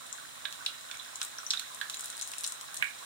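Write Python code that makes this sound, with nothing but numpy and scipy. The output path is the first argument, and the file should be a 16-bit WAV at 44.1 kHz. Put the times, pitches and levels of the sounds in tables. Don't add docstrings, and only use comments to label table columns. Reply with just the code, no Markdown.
import sys
import numpy as np
from scipy import signal
from scipy.fft import rfft, irfft, next_fast_len
from scipy.io import wavfile

SR = 44100
rng = np.random.default_rng(int(sys.argv[2]) if len(sys.argv) > 2 else 0)


def wav_record(signal):
    frames = np.transpose(np.atleast_2d(signal))
    bounded = np.clip(frames, -1, 1)
    quanta = np.round(bounded * 32767).astype(np.int16)
    wavfile.write(sys.argv[1], SR, quanta)


N = 134505
TIME_S = np.arange(N) / SR


# time_s, level_db
SIZZLE_VIGOUR = [(0, -51), (1.5, -50), (2.1, -48), (2.45, -50), (2.65, -49.5), (3.05, -50)]
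def sizzle(vigour_db):
    return from_db(vigour_db) * pair(lambda: rms_one(clicks(per_s=9000, spread_db=2.5)), diffuse=0.73)


# start_s, level_db, centre_hz, left_over_right_db, width_octaves, edge_over_body_db
LOUD_POPS = [(0.1272, -36.5, 7000, 5.5, 0.24, -21.9), (0.4527, -35.5, 3140, -2, 0.61, -20),
             (0.5248, -39.5, 5000, -1, 1.1, 0), (0.6615, -28, 3780, 1, 0.61, -9),
             (0.9126, -38, 3370, -2.5, 2.6, -12.9), (1.1565, -35, 7600, -4, 0.6, -19),
             (1.2148, -29.5, 5170, -1.5, 1, -16), (1.2287, -30, 9500, 0.5, 0.58, -6),
             (1.2488, -35, 10000, 0, 0.93, -2), (1.5051, -23.5, 5180, 0, 0.44, -13.9),
             (1.51, -32, 5070, -11, 0.82, -14.9), (1.5348, -33.5, 3970, -5, 1.7, -11),
             (1.5948, -33, 5600, -6, 1.1, -1.5), (1.7462, -38.5, 9010, 1, 0.72, -11.9),
             (1.8128, -37, 3600, -4.2, 0.84, -4), (1.8978, -32, 7310, -1.5, 1.5, -3),
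             (1.943, -33.5, 8110, -1, 1.8, -14), (1.9938, -35, 9490, 0, 1.2, -16),
             (2.0074, -35.5, 7900, -2, 0.45, 0), (2.0427, -34.5, 10000, 1.5, 0.65, -14),
             (2.0569, -35, 10000, -2, 0.82, 0), (2.1008, -35.5, 8110, -1.5, 0.77, -13),
             (2.1676, -38.5, 10200, -2, 0.63, 1), (2.1934, -37.5, 10000, -1, 0.53, -10),
             (2.2121, -34, 7700, 5, 1.26, -9.9), (2.2212, -34, 6800, 2.1, 0.62, -12.9),
             (2.275, -35, 10000, 1, 1, -17), (2.3162, -36, 9490, 1, 1.3, -7.9),
             (2.3355, -38, 3840, 0.5, 2.4, -15.9), (2.3826, -31.5, 9700, 2.1, 0.68, -21.9),
             (2.4081, -34, 9800, 1, 0.65, -20), (2.4357, -33, 10000, -6, 1.2, -12.9),
             (2.4408, -30, 7060, 0.1, 1.16, -16), (2.446, -32.5, 5000, 4, 0.6, -12),
             (2.464, -31, 8500, -3, 0.78, -14.9), (2.4746, -31, 8050, 0.5, 0.49, -20),
             (2.481, -41, 7700, 1, 0.58, -11.9), (2.5212, -33, 8900, 2, 0.88, -25),
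             (2.611, -36.5, 9400, 1, 1.4, -19), (2.743, -35.5, 9490, -2, 0.88, -2),
             (2.756, -43, 10000, -5, 0.94, 0), (2.767, -33.5, 10000, -3, 1.17, -8.9),
             (2.7716, -34.5, 7500, 1, 0.74, -13), (2.824, -29, 2110, -4, 0.43, -6.5)]
def pops(size=512, floor_hz=1000, edge_hz=7600, left_late_s=0.00021, spread_s=0.00008):
    out = np.zeros((2, N + 2 * size))
    t = np.arange(size) / SR
    freq = np.arange(size // 2 + 1) * SR / size + 1
    edge_colour = 1 / (1 + (edge_hz / freq) ** 7.8)

    def burst(colour, length_ms, rise_ms=0.27):
        shape = (1 - np.exp(-1000 * t / rise_ms)) * np.exp(-1800 * t / length_ms)
        phase = np.angle(rfft(rng.standard_normal(size) * shape))
        splat = irfft(colour * np.exp(1j * phase)) * np.sqrt(shape)
        return splat / np.sqrt(np.sum(splat ** 2))

    for start_s, level_db, centre_hz, balance_db, octaves, edge_db in LOUD_POPS:
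        length_ms = 2.83 * np.sqrt(5000 / centre_hz)
        peak = (1 + (np.log2(freq / centre_hz) / octaves) ** 2) ** -1.42
        colour = peak / np.sqrt(freq) / (1 + (floor_hz / freq) ** 2.2)
        pop = burst(colour, length_ms) + from_db(edge_db) * burst(edge_colour, length_ms=4.1)
        pop *= np.sqrt(length_ms * SR / 1600)
        spot_s = spread_s * rng.standard_normal()
        for side, late_s, side_db in ((0, left_late_s, balance_db / 2), (1, spot_s, -balance_db / 2)):
            i = int((start_s + late_s) * SR)
            out[side, i:i + size] += from_db(level_db + side_db) * pop
    return out[:, :N]


# start_s, level_db, pitch_hz, ring_ms
BUBBLE_PLOPS = [(0.1824, -41, 1516, 2.8), (.453, -40.5, 3750, 3.2), (0.4542, -33.5, 1686, 2.9),
                (.607, -44.5, 1490, 5.4), (0.6615, -31, 3884, 5.4), (0.6635, -35, 2810, 4),
                (0.899, -44, 1450, 3.7), (.9127, -42, 3580, 4.4), (.941, -42, 2310, 4.4),
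                (.995, -46, 3970, 5.6), (0.997, -39.5, 3480, 1.9), (1.005, -48, 3600, 3),
                (1.215, -37, 1400, 2.2), (1.3845, -30.5, 5700, 1.7), (1.387, -40.5, 1460, 2.6),
                (1.465, -28, 5960, 2), (1.5055, -26.5, 5450, 2.2), (1.535, -29.5, 3600, 2.5),
                (1.535, -38, 1460, 2.5), (1.5387, -37, 3800, 3.7), (1.573, -30, 3800, 1.7),
                (1.619, -42, 1490, 3.1), (1.8127, -29, 1692, 3.3), (1.937, -42, 3900, 3),
                (1.97, -34.5, 7130, 2), (2.2266, -32, 6600, 2.3), (2.815, -39, 2150, 2.4),
                (2.8238, -29.5, 1654, 3.8), (2.8238, -21, 2286, 3.7), (2.8242, -32.5, 2790, 4)]
def plops():
    out = np.zeros(N)
    for start_s, level_db, pitch_hz, ring_ms in BUBBLE_PLOPS:
        age_s = TIME_S - start_s
        swell = np.clip(3000 * age_s / ring_ms, 0, 50)
        out += from_db(level_db) * swell * np.exp(1 - swell) * np.sin(2 * np.pi * pitch_hz * age_s)
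    return out


def crackle(vigour_db):
    swing = from_db(vigour_db - vigour_db.mean())
    bursts = bubbles(per_s=250 * swing, spread_db=3.6, low_hz=4670, high_hz=15400, cycles=4.1)
    return from_db(-61) * swing * bursts


def simmer():
    return from_db(-58.5) * bubbles(per_s=500, spread_db=2.35, low_hz=920, high_hz=4600, cycles=4.56)


def hiss():
    return from_db(-53) * high_pass(rng.standard_normal((2, N)), hz=10400)


# frequency_hz, level_db
RUMBLE_SPECTRUM = [(20, -29), (60, -2.5), (150, 1.4), (300, -1.5), (430, -9), (650, 4), (1000, -8.5),
                   (2000, -7), (4500, -32)]
def rumble(swell_s=2.81, half_length_s=0.041, swell_db=7.5):
    noise = pair(lambda: rms_one(coloured(rng.standard_normal(N), RUMBLE_SPECTRUM)), diffuse=0.16)
    swell = np.exp(-((TIME_S - swell_s) / half_length_s) ** 2)
    polarity = [[-1], [1]]
    return from_db(-58.5 + swell_db * swell) * noise * polarity


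# delay_s, level_db
PAN_WALL = [(.0037, -10.5)]
# low_hz, high_hz, t60_s, level_db
KITCHEN_TAIL = [(198, 3730, 0.29, -2), (2340, 5300, 0.13, -12), (5800, 21600, 0.22, -3.5)]
def pan_and_kitchen(x, build_s=0.0015):
    t = np.arange(SR // 2) / SR
    response = np.zeros((2, len(t)))
    for low_hz, high_hz, t60_s, level_db in KITCHEN_TAIL:
        band_pass = signal.butter(2, [low_hz, high_hz], "band", fs=SR, output="sos")
        band = signal.sosfilt(band_pass, rng.standard_normal(response.shape))
        decay = from_db(-60 * t / t60_s) * (1 - np.exp(-(t / build_s) ** 2))
        response += from_db(level_db) * band * decay / np.sqrt(np.sum(decay ** 2))
    response[:, 0] = 1
    for delay_s, level_db in PAN_WALL:
        response[:, int(delay_s * SR)] += from_db(level_db)
    return signal.fftconvolve(x, response, axes=1)[:, :N]


def bubbles(per_s, spread_db, low_hz, high_hz, cycles):
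    bursts = clicks(per_s, spread_db)
    pitch_index = rng.integers(0, 16, N)
    pitches_hz = np.geomspace(low_hz, high_hz, 16)
    return rms_one(sum(ring(bursts * (pitch_index == k), hz, cycles) for k, hz in enumerate(pitches_hz)))


def ring(kicks, hz, cycles):
    decay, step = from_db(-20 * hz / (cycles * SR)), 2 * np.pi * hz / SR
    return signal.lfilter([0, np.sin(step)], [1, -2 * decay * np.cos(step), decay ** 2], kicks + 1e-18)


def clicks(per_s, spread_db):
    sizes = from_db(spread_db * np.minimum(rng.exponential(1, N), 5)) * rng.choice([-1, 1], N)
    return sizes * (rng.random(N) < per_s / SR)


def pair(make, diffuse):
    return np.sqrt(1 - diffuse) * make() + np.sqrt(diffuse) * np.array([make(), make()])


def coloured(x, points):
    size = next_fast_len(N + 4096)
    size += size % 2
    points_hz, points_db = np.transpose(points)
    freq = np.arange(size // 2 + 1) * SR / size + 1
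    gain_db = np.interp(np.log(freq), np.log(points_hz), points_db)
    cepstrum = irfft(gain_db * np.log(10) / 20, size)
    cepstrum[1:size // 2] *= 2
    cepstrum[size // 2 + 1:] = 0
    return irfft(rfft(x, size) * np.exp(rfft(cepstrum)), size)[..., :N]


def high_pass(x, hz):
    return signal.sosfilt(signal.butter(2, hz, "high", fs=SR, output="sos"), x)


def from_db(db):
    return 10 ** (np.asarray(db) / 20)


def rms_one(x):
    return x / np.sqrt(np.mean(x ** 2) + 1e-20)


def scene(right_late_s=0.00055):
    vigour_db = np.interp(TIME_S, *np.transpose(SIZZLE_VIGOUR))
    fine_sizzle = sizzle(vigour_db)
    bubbling = crackle(vigour_db) + simmer()
    background = rumble()
    frying = fine_sizzle + hiss() + pan_and_kitchen(pops() + plops() + bubbling)
    frying = high_pass(frying, hz=477)
    frying[1] = np.roll(frying[1], int(right_late_s * SR))
    return frying + background


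# frequency_hz, gain_db
LEFT_RESPONSE = [(700, -2.5), (1300, -3), (2200, -1), (3000, 1.5), (4600, 0), (5400, 6), (6100, 4.5),
                 (6800, 5), (7500, 8.5), (9500, 7.5), (10700, -2.5), (13000, -13.5), (15500, -7)]
RIGHT_RESPONSE = [(700, 3), (1350, 10), (1700, 7.5), (2100, 4.5), (3200, 7), (3650, 12), (4050, 13.5),
                  (4700, -1.5), (5500, 0), (6800, 3.5), (8500, -0.5), (11000, -2.5), (15500, -2)]
def record(dry, low_cut_hz=13, high_cut_hz=15800):
    ports = np.array([coloured(dry[0], LEFT_RESPONSE), coloured(dry[1], RIGHT_RESPONSE)])
    ports = high_pass(ports, low_cut_hz)
    return signal.sosfilt(signal.ellip(12, .5, 60, high_cut_hz, fs=SR, output="sos"), ports)


dry = scene()
out = record(dry)
wav_record(out)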